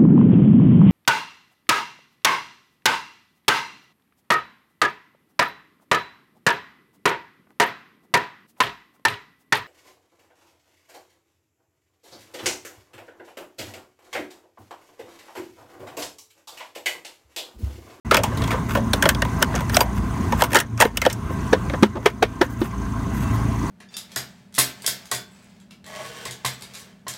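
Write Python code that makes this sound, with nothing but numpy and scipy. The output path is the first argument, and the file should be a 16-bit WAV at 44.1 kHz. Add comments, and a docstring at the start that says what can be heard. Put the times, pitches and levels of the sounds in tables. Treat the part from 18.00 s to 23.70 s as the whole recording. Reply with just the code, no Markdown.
"""A fan motor hums and rushes throughout. From 0.1 s a cassette slides into a tabletop recorder:
plastic scrapes, skin hisses, each contact rings the case. From 1.4 s the sprung door is pushed shut
and its steel leaf spring pings. From 3.3 s fingers tap the door, which slaps its seat. A last rub
and a faint whistle come near 5.2 s. A gain control ducks after each loud knock and slowly recovers."""
import sys
import numpy as np
from scipy import signal
from scipy.fft import rfft, irfft, next_fast_len
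from scipy.io import wavfile
from scipy.ndimage import uniform_filter1d, minimum_filter1d, map_coordinates

SR = 44100
rng = np.random.default_rng(int(sys.argv[2]) if len(sys.argv) > 2 else 0)


def transcribe(signal):
    """Save signal, clipped to [-1, 1], as a 16-bit WAV file at the path in sys.argv[1]."""
    frames = np.atleast_2d(signal).T
    limited = np.clip(frames, -1, 1)
    pcm = np.round(limited * 32767).astype(np.int16)
    wavfile.write(sys.argv[1], SR, pcm)


N = 251370

# Air rush spectrum. Each row: frequency in Hz, relative density in dB.
RUSH_SPECTRUM = [(20, -54), (30, -28), (53, -1), (206, -4.5), (335, -13), (394, -15), (591, -30),
                 (1020, -23), (1290, -26), (1890, -31), (2760, -36), (4870, -42.5), (9500, -42.5),
                 (10500, -48), (16000, -50.5)]
# Fan housing resonances. Each row: centre in Hz, width in Hz, gain over the rush in dB.
HOUSING_MODES = [(659, 17, 11.5), (1050, 76, 9), (1569, 20, 8), (1995, 26, 7.5)]
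# Motor hum. Each row: multiple of the shaft rate, rms level in dB.
SHAFT_ORDERS = [(2, -30), (3, -32), (4, -28.5), (5, -38.5), (7, -36), (8, -33.5), (9, -36.5), (10, -39),
                (14, -46.5)]
# Cassette and door contacts. Each row: start in seconds, thud in dB, snap in dB,
# base t60 in seconds, frequency favoured by the place of contact in Hz.
CASE_CONTACTS = [(.1108, 0, -9, 0.073, 1220), (.1442, -1, -2.5, 0.027, 3130), (.1681, -5, -4, .043, 2620),
                 (.188, -17, -24, .11, 640), (.2345, -12.5, -6.5, 0.074, 890),
                 (.3193, -18.5, -48, .086, 1630), (.3722, -39, -21.5, .088, 3930),
                 (.4186, -20, -24, 0.05, 3350), (.4385, -26.5, -20, 0.046, 3280),
                 (.4754, -24, -20, 0.072, 970), (.5064, -17.5, -20.5, 0.12, 2230),
                 (.524, -24, -28, 0.03, 1790), (.538, -14.5, -38, 0.11, 1030),
                 (.7508, -11, -18, 0.093, 980), (.772, -16, -28, .068, 570),
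                 (.9329, -10.5, -8, 0.031, 3550), (1.0242, -12.5, -6.5, 0.033, 1540),
                 (1.037, -19.5, -19, 0.042, 1050), (1.0551, -5, -16, 0.034, 3300),
                 (1.09, -14, 0, 0.035, 1660), (1.1479, -25, -19, 0.01, 3270),
                 (1.2202, -12.5, -11.5, 0.018, 1780), (1.2492, -22, -25, 0.036, 1060),
                 (1.417, -19.5, -34, .04, 560), (1.4253, -11, 2.5, 0.015, 1610),
                 (1.54, -14.5, -36, 0.048, 1810), (1.5525, -30, -20, .02, 6300),
                 (1.559, -15, -21.5, .029, 6500), (1.6059, -22, -20, 0.043, 950),
                 (1.6957, -24.5, -19, 0.037, 1640), (1.7326, -23, -31, 0.046, 1860),
                 (1.7445, -23, -11, 0.026, 4940), (1.7675, -3, 6, 0.016, 626), (1.79, -15, -33, 0.18, 780),
                 (1.8064, -6, 0.5, 0.032, 895), (2.3227, -13.5, -18, .047, 890),
                 (2.4075, -20, -18, .056, 1740), (2.421, -2, 2.5, 0.01, 864), (2.437, -15, -4, 0.055, 1140),
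                 (2.5173, -22, -18.5, 0.047, 326), (2.5318, -14, -4, 0.012, 855),
                 (2.5457, -5.5, 1, 0.042, 920), (2.555, 2.5, 4.5, 0.071, 1300), (2.568, -3, 6, 0.018, 1904),
                 (2.587, -18, -2, 0.034, 3230), (2.601, -18.5, 2, 0.037, 1710),
                 (2.7757, -28, -19.5, 0.045, 5670), (2.8016, -4, 1.5, 0.1, 920),
                 (2.81, -1, 6.5, 0.058, 1900), (2.82, 5.5, 4, 0.038, 865), (2.831, -12, -8, 0.05, 850),
                 (2.852, 1, -7, 0.0084, 422), (2.9713, -14.5, 2.5, .022, 2700),
                 (3.0167, -11.5, -0.5, 0.035, 2100), (3.0511, -5, -9.5, 0.042, 1820),
                 (3.062, 2, -5, 0.017, 487), (3.0985, -23, -14.5, .059, 2930),
                 (3.1109, -27, -22, 0.067, 2700), (3.1279, -50, -13.5, 0.032, 8400),
                 (3.6971, -15, -24.5, 0.032, 2260)]
# Plastic case resonances. Each row: centre in Hz, width in Hz, gain in dB.
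CASE_MODES = [(208.4, 13.7, 0.5), (356, 92, 2), (423, 57, -3.5), (507.7, 60, 3), (625, 186, -2.5),
              (739, 131, 4), (906, 123, 0.5), (987, 69, 7.5), (1220, 200, -6.5), (1487, 177, 4),
              (1828, 86, 2.5), (2111, 86, 6.5), (2670, 440, -9), (2994, 73, -0.5), (3280, 133, -4.5),
              (3606, 385, -2), (4800, 370, -10), (5320, 180, 1), (6370, 1500, -10.5), (9240, 180, -9),
              (11250, 400, -17), (13600, 6600, -17)]
# Centres of the thud, knock, click and snap bands in Hz.
BAND_CENTRES_HZ = [580, 1300, 2800, 10000]
# Sliding plastic and skin. Each row: start in seconds, end in seconds, scrape in dB, hiss in dB.
RUB_STROKES = [(0.127, 0.172, -12, -49), (0.396, 0.486, -36, -73), (0.494, 0.547, -26, -49),
               (0.682, 0.763, -29, -40), (0.73, 0.797, -38.5, -46.5), (0.925, 0.988, -32, -41),
               (1.03, 1.142, -44, -40.5), (1.41, 1.458, -23, -56), (1.515, 1.63, -32.5, -56),
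               (1.714, 1.847, -27.5, -28.5), (1.935, 2, -37, -45), (2.37, 2.47, -30.5, -33),
               (2.493, 2.62, -26, -33), (2.776, 2.89, -20.5, -36), (2.933, 3.136, -29.5, -41),
               (3.305, 3.346, -59, -43), (3.83, 3.878, -25, -47), (4.018, 4.127, -30, -44),
               (4.223, 4.274, -38, -54), (4.417, 4.474, -34, -41), (4.493, 4.547, -65, -40),
               (4.58, 4.694, -34, -39), (5.11, 5.273, -40, -42.5), (5.327, 5.376, -75, -45)]
# Plastic friction ahead of the case modes. Each row: frequency in Hz, relative density in dB.
SCRAPE_SPECTRUM = [(200, -32), (600, -1), (1500, 7.5), (3500, -7), (8000, -17.5), (16000, -27)]
# Skin friction. Each row: frequency in Hz, relative density in dB.
HISS_SPECTRUM = [(2000, -40), (6000, 6), (10000, 4), (13000, 9), (15500, 5)]
# Leaf spring modes. Each row: frequency in Hz, t60 in seconds.
SPRING_MODES = [(4764, .045), (8619, .07), (11330, .05), (13045, .075)]
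# Spring plucks. Each row: start in seconds, level in dB, favoured frequency in Hz.
SPRING_PLUCKS = [(1.388, -39, 13045), (1.743, -15, 4764), (1.806, -5, 4764), (1.812, -13, 12200),
                 (2.443, -22, 10500), (2.568, -24, 13045), (2.574, -13, 4764), (2.604, -30, 10000),
                 (2.806, -8, 8619), (2.858, -27, 11330), (3.07, -32, 11330)]
# Taps on the shut door. Each row: start in seconds, pad thud in dB, seat slap in dB,
# favoured pad frequency in Hz, favoured seat frequency in Hz.
DOOR_TAPS = [(3.3, -16.5, -40, 243, 1150), (3.5252, 2, -2, 452, 1820), (3.731, -12.5, -11, 334, 1030),
             (3.826, 6.5, 1.5, 242, 836), (3.952, -13, -15, 350, 990), (3.965, -20, -13.5, 210, 910),
             (4.0542, 5, 3.5, 443, 2260), (4.2215, 5, 2, 458, 2430), (4.4087, 2.5, 0.5, 392, 1550),
             (4.613, -4, -19, 356, 5400)]


def amp(db):
    """dB to gain."""
    return 10 ** (np.asarray(db) / 20)


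def unit_rms(x):
    """Scale to rms 1."""
    return x / np.sqrt(np.mean(x ** 2) + 1e-20)


def curve_db(points, hz):
    """Interpolate (Hz, dB) points on a log frequency axis."""
    knots_hz, db = np.transpose(points)
    return np.interp(np.log(hz + 1), np.log(knots_hz + 1), db)


def wobble(rate_hz):
    """Smooth random curve with knots at rate_hz."""
    knots = rng.standard_normal(int(N * rate_hz / SR) + 4)
    return map_coordinates(knots, [np.arange(N) * rate_hz / SR])


def filtered(x, response):
    """Apply a complex frequency response."""
    size = next_fast_len(x.shape[-1] + 4096)
    return irfft(rfft(x, size) * response(np.fft.rfftfreq(size, 1 / SR)), size)[..., :x.shape[-1]]


def resonances(modes, f):
    """Causal sum of (Hz, width in Hz, dB) modes, alternating in sign."""
    return sum((-1) ** k * amp(db) * 1j * f * width / (hz * hz - f * f + 1j * f * width)
               for k, (hz, width, db) in enumerate(modes))


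def window(start_s, end_s, edge_s):
    """Gate with linear edges."""
    t = np.arange(N) / SR
    return np.clip(np.minimum(t - start_s, end_s - t) / edge_s, 0, 1)


def patchy(x, depth_db):
    """Random gain patches in time and frequency."""
    spectra = signal.stft(x, nperseg=512)[2]
    field = uniform_filter1d(rng.standard_normal(spectra.shape), size=5, axis=0)
    field = uniform_filter1d(field, size=8, axis=1)
    return signal.istft(spectra * amp(depth_db * unit_rms(field)), nperseg=512)[1][:N]


def fan(shaft_hz=28.45):
    """Air rushes through the housing; unsteady shaft orders hum; the treble ticks once a turn."""
    shaft_rad = 2 * np.pi * np.cumsum(shaft_hz * (1 + 0.00401 * wobble(2.898))) / SR
    rush = filtered(rng.standard_normal(N),
                    lambda f: amp(curve_db(RUSH_SPECTRUM, f)) * (1 + abs(resonances(HOUSING_MODES, f))))
    rush = amp(-22.5 + 1.9 * wobble(4.125)) * unit_rms(patchy(rush, depth_db=2))
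    hum = sum(amp(db + 3 + 3.7 * wobble(8)) * np.sin(order * shaft_rad + 0.7 * wobble(10))
              for order, db in SHAFT_ORDERS)
    pulses = .4 + np.exp(2.5 * (np.cos(shaft_rad) - 1)) * amp(3 * wobble(20))
    treble = filtered(rng.standard_normal(N), lambda f: resonances([(6290, 930, 0)], f) ** 2)
    return rush + hum + amp(-50) * unit_rms(pulses * treble)


def case_knocks(events, broad_db, focus_db, place_db, rise_s, t60_scales, tail_db, blow, low_hz=85):
    """Blow and chatter ring the case in four bands; the place of contact favours some modes."""
    out, t = np.zeros(N + 6000), np.arange(6000) / SR
    outline = [(hz, db) for hz, _, db in CASE_MODES]
    for start_s, thud_db, snap_db, t60_s, place_hz in events:
        log_centres = np.log(BAND_CENTRES_HZ)
        favoured = np.argmin(np.abs(log_centres - np.log(place_hz)))
        log_centres[favoured] = np.log(place_hz)
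        peaks_db = np.interp(log_centres, log_centres[[0, -1]], [thud_db, snap_db])
        peaks_db[favoured] += place_db
        modes = []
        for hz, width, db in CASE_MODES:
            nearness = np.exp(-(np.log(hz / place_hz) / 0.091) ** 2)
            modes.append((hz, width, db + focus_db * nearness + rng.normal(0, 1.54)))
        decay_db = -60 * t / (t60_s * np.array(t60_scales)[:, None])
        envelope = (1 - np.exp(-t / rise_s)) * (amp(decay_db) + amp(tail_db + decay_db / 4))
        force = envelope * rng.standard_normal(envelope.shape)
        force[:, round(rise_s * SR)] += blow * np.linalg.norm(force, axis=1)  # first, hardest touch

        def band_responses(f):
            """The small case radiates nothing below low_hz."""
            knots = [np.log(low_hz), *log_centres]
            bands = np.array([np.interp(np.log(f + 1), knots, row) ** 2 for row in np.eye(5)[1:]])
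            return bands * (resonances(modes, f) + amp(broad_db + curve_db(outline, f)))

        rings = filtered(force, band_responses)
        out[round(start_s * SR):][:len(t)] += amp(peaks_db) / np.abs(rings).max(axis=1) @ rings
    return out[:N]


def contacts():
    """Cassette and door strike the case; high bands die sooner."""
    return case_knocks(CASE_CONTACTS, broad_db=-7, focus_db=3, place_db=5.5, rise_s=0.00035,
                       t60_scales=[0.77, 0.63, 0.56, 0.42], tail_db=-7.5, blow=0.18)


def rubs(grains_per_s=400):
    """Stick-slip friction: clumped grit rings the case, skin hisses."""
    clumps = amp(3.5 * wobble(150) + 2.5 * wobble(40))
    grit = clumps * rng.standard_normal(N) * (0.24 + 3 * (rng.random(N) < grains_per_s / SR))
    modes = [(hz, width, 0) for hz, width, _ in CASE_MODES]
    scrape = unit_rms(filtered(grit, lambda f: amp(curve_db(SCRAPE_SPECTRUM, f)) * resonances(modes, f)))
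    hiss = filtered(rng.standard_normal(N), lambda f: amp(curve_db(HISS_SPECTRUM, f)))
    hiss = unit_rms(np.sqrt(clumps) * patchy(hiss, depth_db=3.5))
    return sum(window(start_s, end_s, (end_s - start_s) / 4)
               * (amp(scrape_db) * scrape + amp(hiss_db) * hiss)
               for start_s, end_s, scrape_db, hiss_db in RUB_STROKES)


def leaf_spring(fall_db_per_octave=26, rise_s=0.00074):
    """Plucked steel modes, weaker away from the favoured frequency."""
    out, t = np.zeros(N + 8192), np.arange(8192) / SR
    for start_s, pluck_db, favoured_hz in SPRING_PLUCKS:
        for hz, t60_s in SPRING_MODES:
            db = pluck_db - fall_db_per_octave * abs(np.log2(hz / favoured_hz))
            envelope = amp(db - 60 * t / t60_s) * (1 - np.exp(-t / rise_s))
            tone = np.sin(2 * np.pi * hz * t + .5 * rng.standard_normal())
            out[round(start_s * SR):][:len(t)] += envelope * tone
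    return out[:N]


def finger_taps(t60_s=0.032, seat_delay_s=0.0042, pad_dull_db=26, snap_slope=2.3):
    """The soft pad lands, then the door slaps its seat, brighter when harder."""
    pads = [(start_s, db, db - pad_dull_db, t60_s, hz) for start_s, db, _, hz, _ in DOOR_TAPS]
    seats = [(start_s + seat_delay_s, db, snap_slope * db - 6.5, t60_s, hz)
             for start_s, _, db, _, hz in DOOR_TAPS]
    thuds = case_knocks(pads, broad_db=-10.5, focus_db=7.5, place_db=3.5, rise_s=0.0036,
                        t60_scales=[1.2, 0.87, 2.2, 1.8], tail_db=-24.5, blow=0.72)
    slaps = case_knocks(seats, broad_db=-5.5, focus_db=-1, place_db=3.5, rise_s=0.0018,
                        t60_scales=[1.47, 1.73, 1.6, 1.6], tail_db=-25, blow=0.57)
    return thuds + slaps


def whistle(hz=2667, db=-43):
    """One short thin tone."""
    gate = window(start_s=5.22, end_s=5.32, edge_s=0.0059)
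    return amp(db) * gate * np.sin(2 * np.pi * hz * np.arange(N) / SR)


def scene():
    """Mono sum of all sources."""
    return (fan() + contacts() + rubs() + leaf_spring() + finger_taps() + whistle())[None]


def gain_control(x, threshold_db=-4, attack=0.33, release_db_per_s=16.5, ease_db=15, block=88):
    """Peaks over the threshold cut the gain; recovery slows over the last ease_db."""
    peaks_db = 20 * np.log10(-minimum_filter1d(-np.abs(x), 2 * block)[::block] + 1e-6)
    cuts_db, cut_db = np.zeros(len(peaks_db)), 9.5  # starts ducked
    for i, db in enumerate(peaks_db):
        excess_db = max(0, db - cut_db - threshold_db)
        recovery_db = release_db_per_s * block / SR * min(1, cut_db / ease_db)
        cut_db = max(0, cut_db + attack * excess_db - recovery_db)
        cuts_db[i] = cut_db
    return x * amp(-np.interp(np.arange(N), np.arange(len(cuts_db)) * block, cuts_db))


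def record(dry, ceiling=0.93, top_hz=16900):
    """Gain control, soft clip, silent start, band limit with 2.5 dB passband gain."""
    x = gain_control(dry[0])
    x = x / (1 + np.abs(x / ceiling) ** 20) ** (1 / 20)
    x = x * window(start_s=0.047, end_s=np.inf, edge_s=0.004)
    return filtered(x, lambda f: (f < top_hz) * amp(curve_db([(15700, 2.5), (15900, -33)], f)))[None]


dry = scene()
out = record(dry)
transcribe(out)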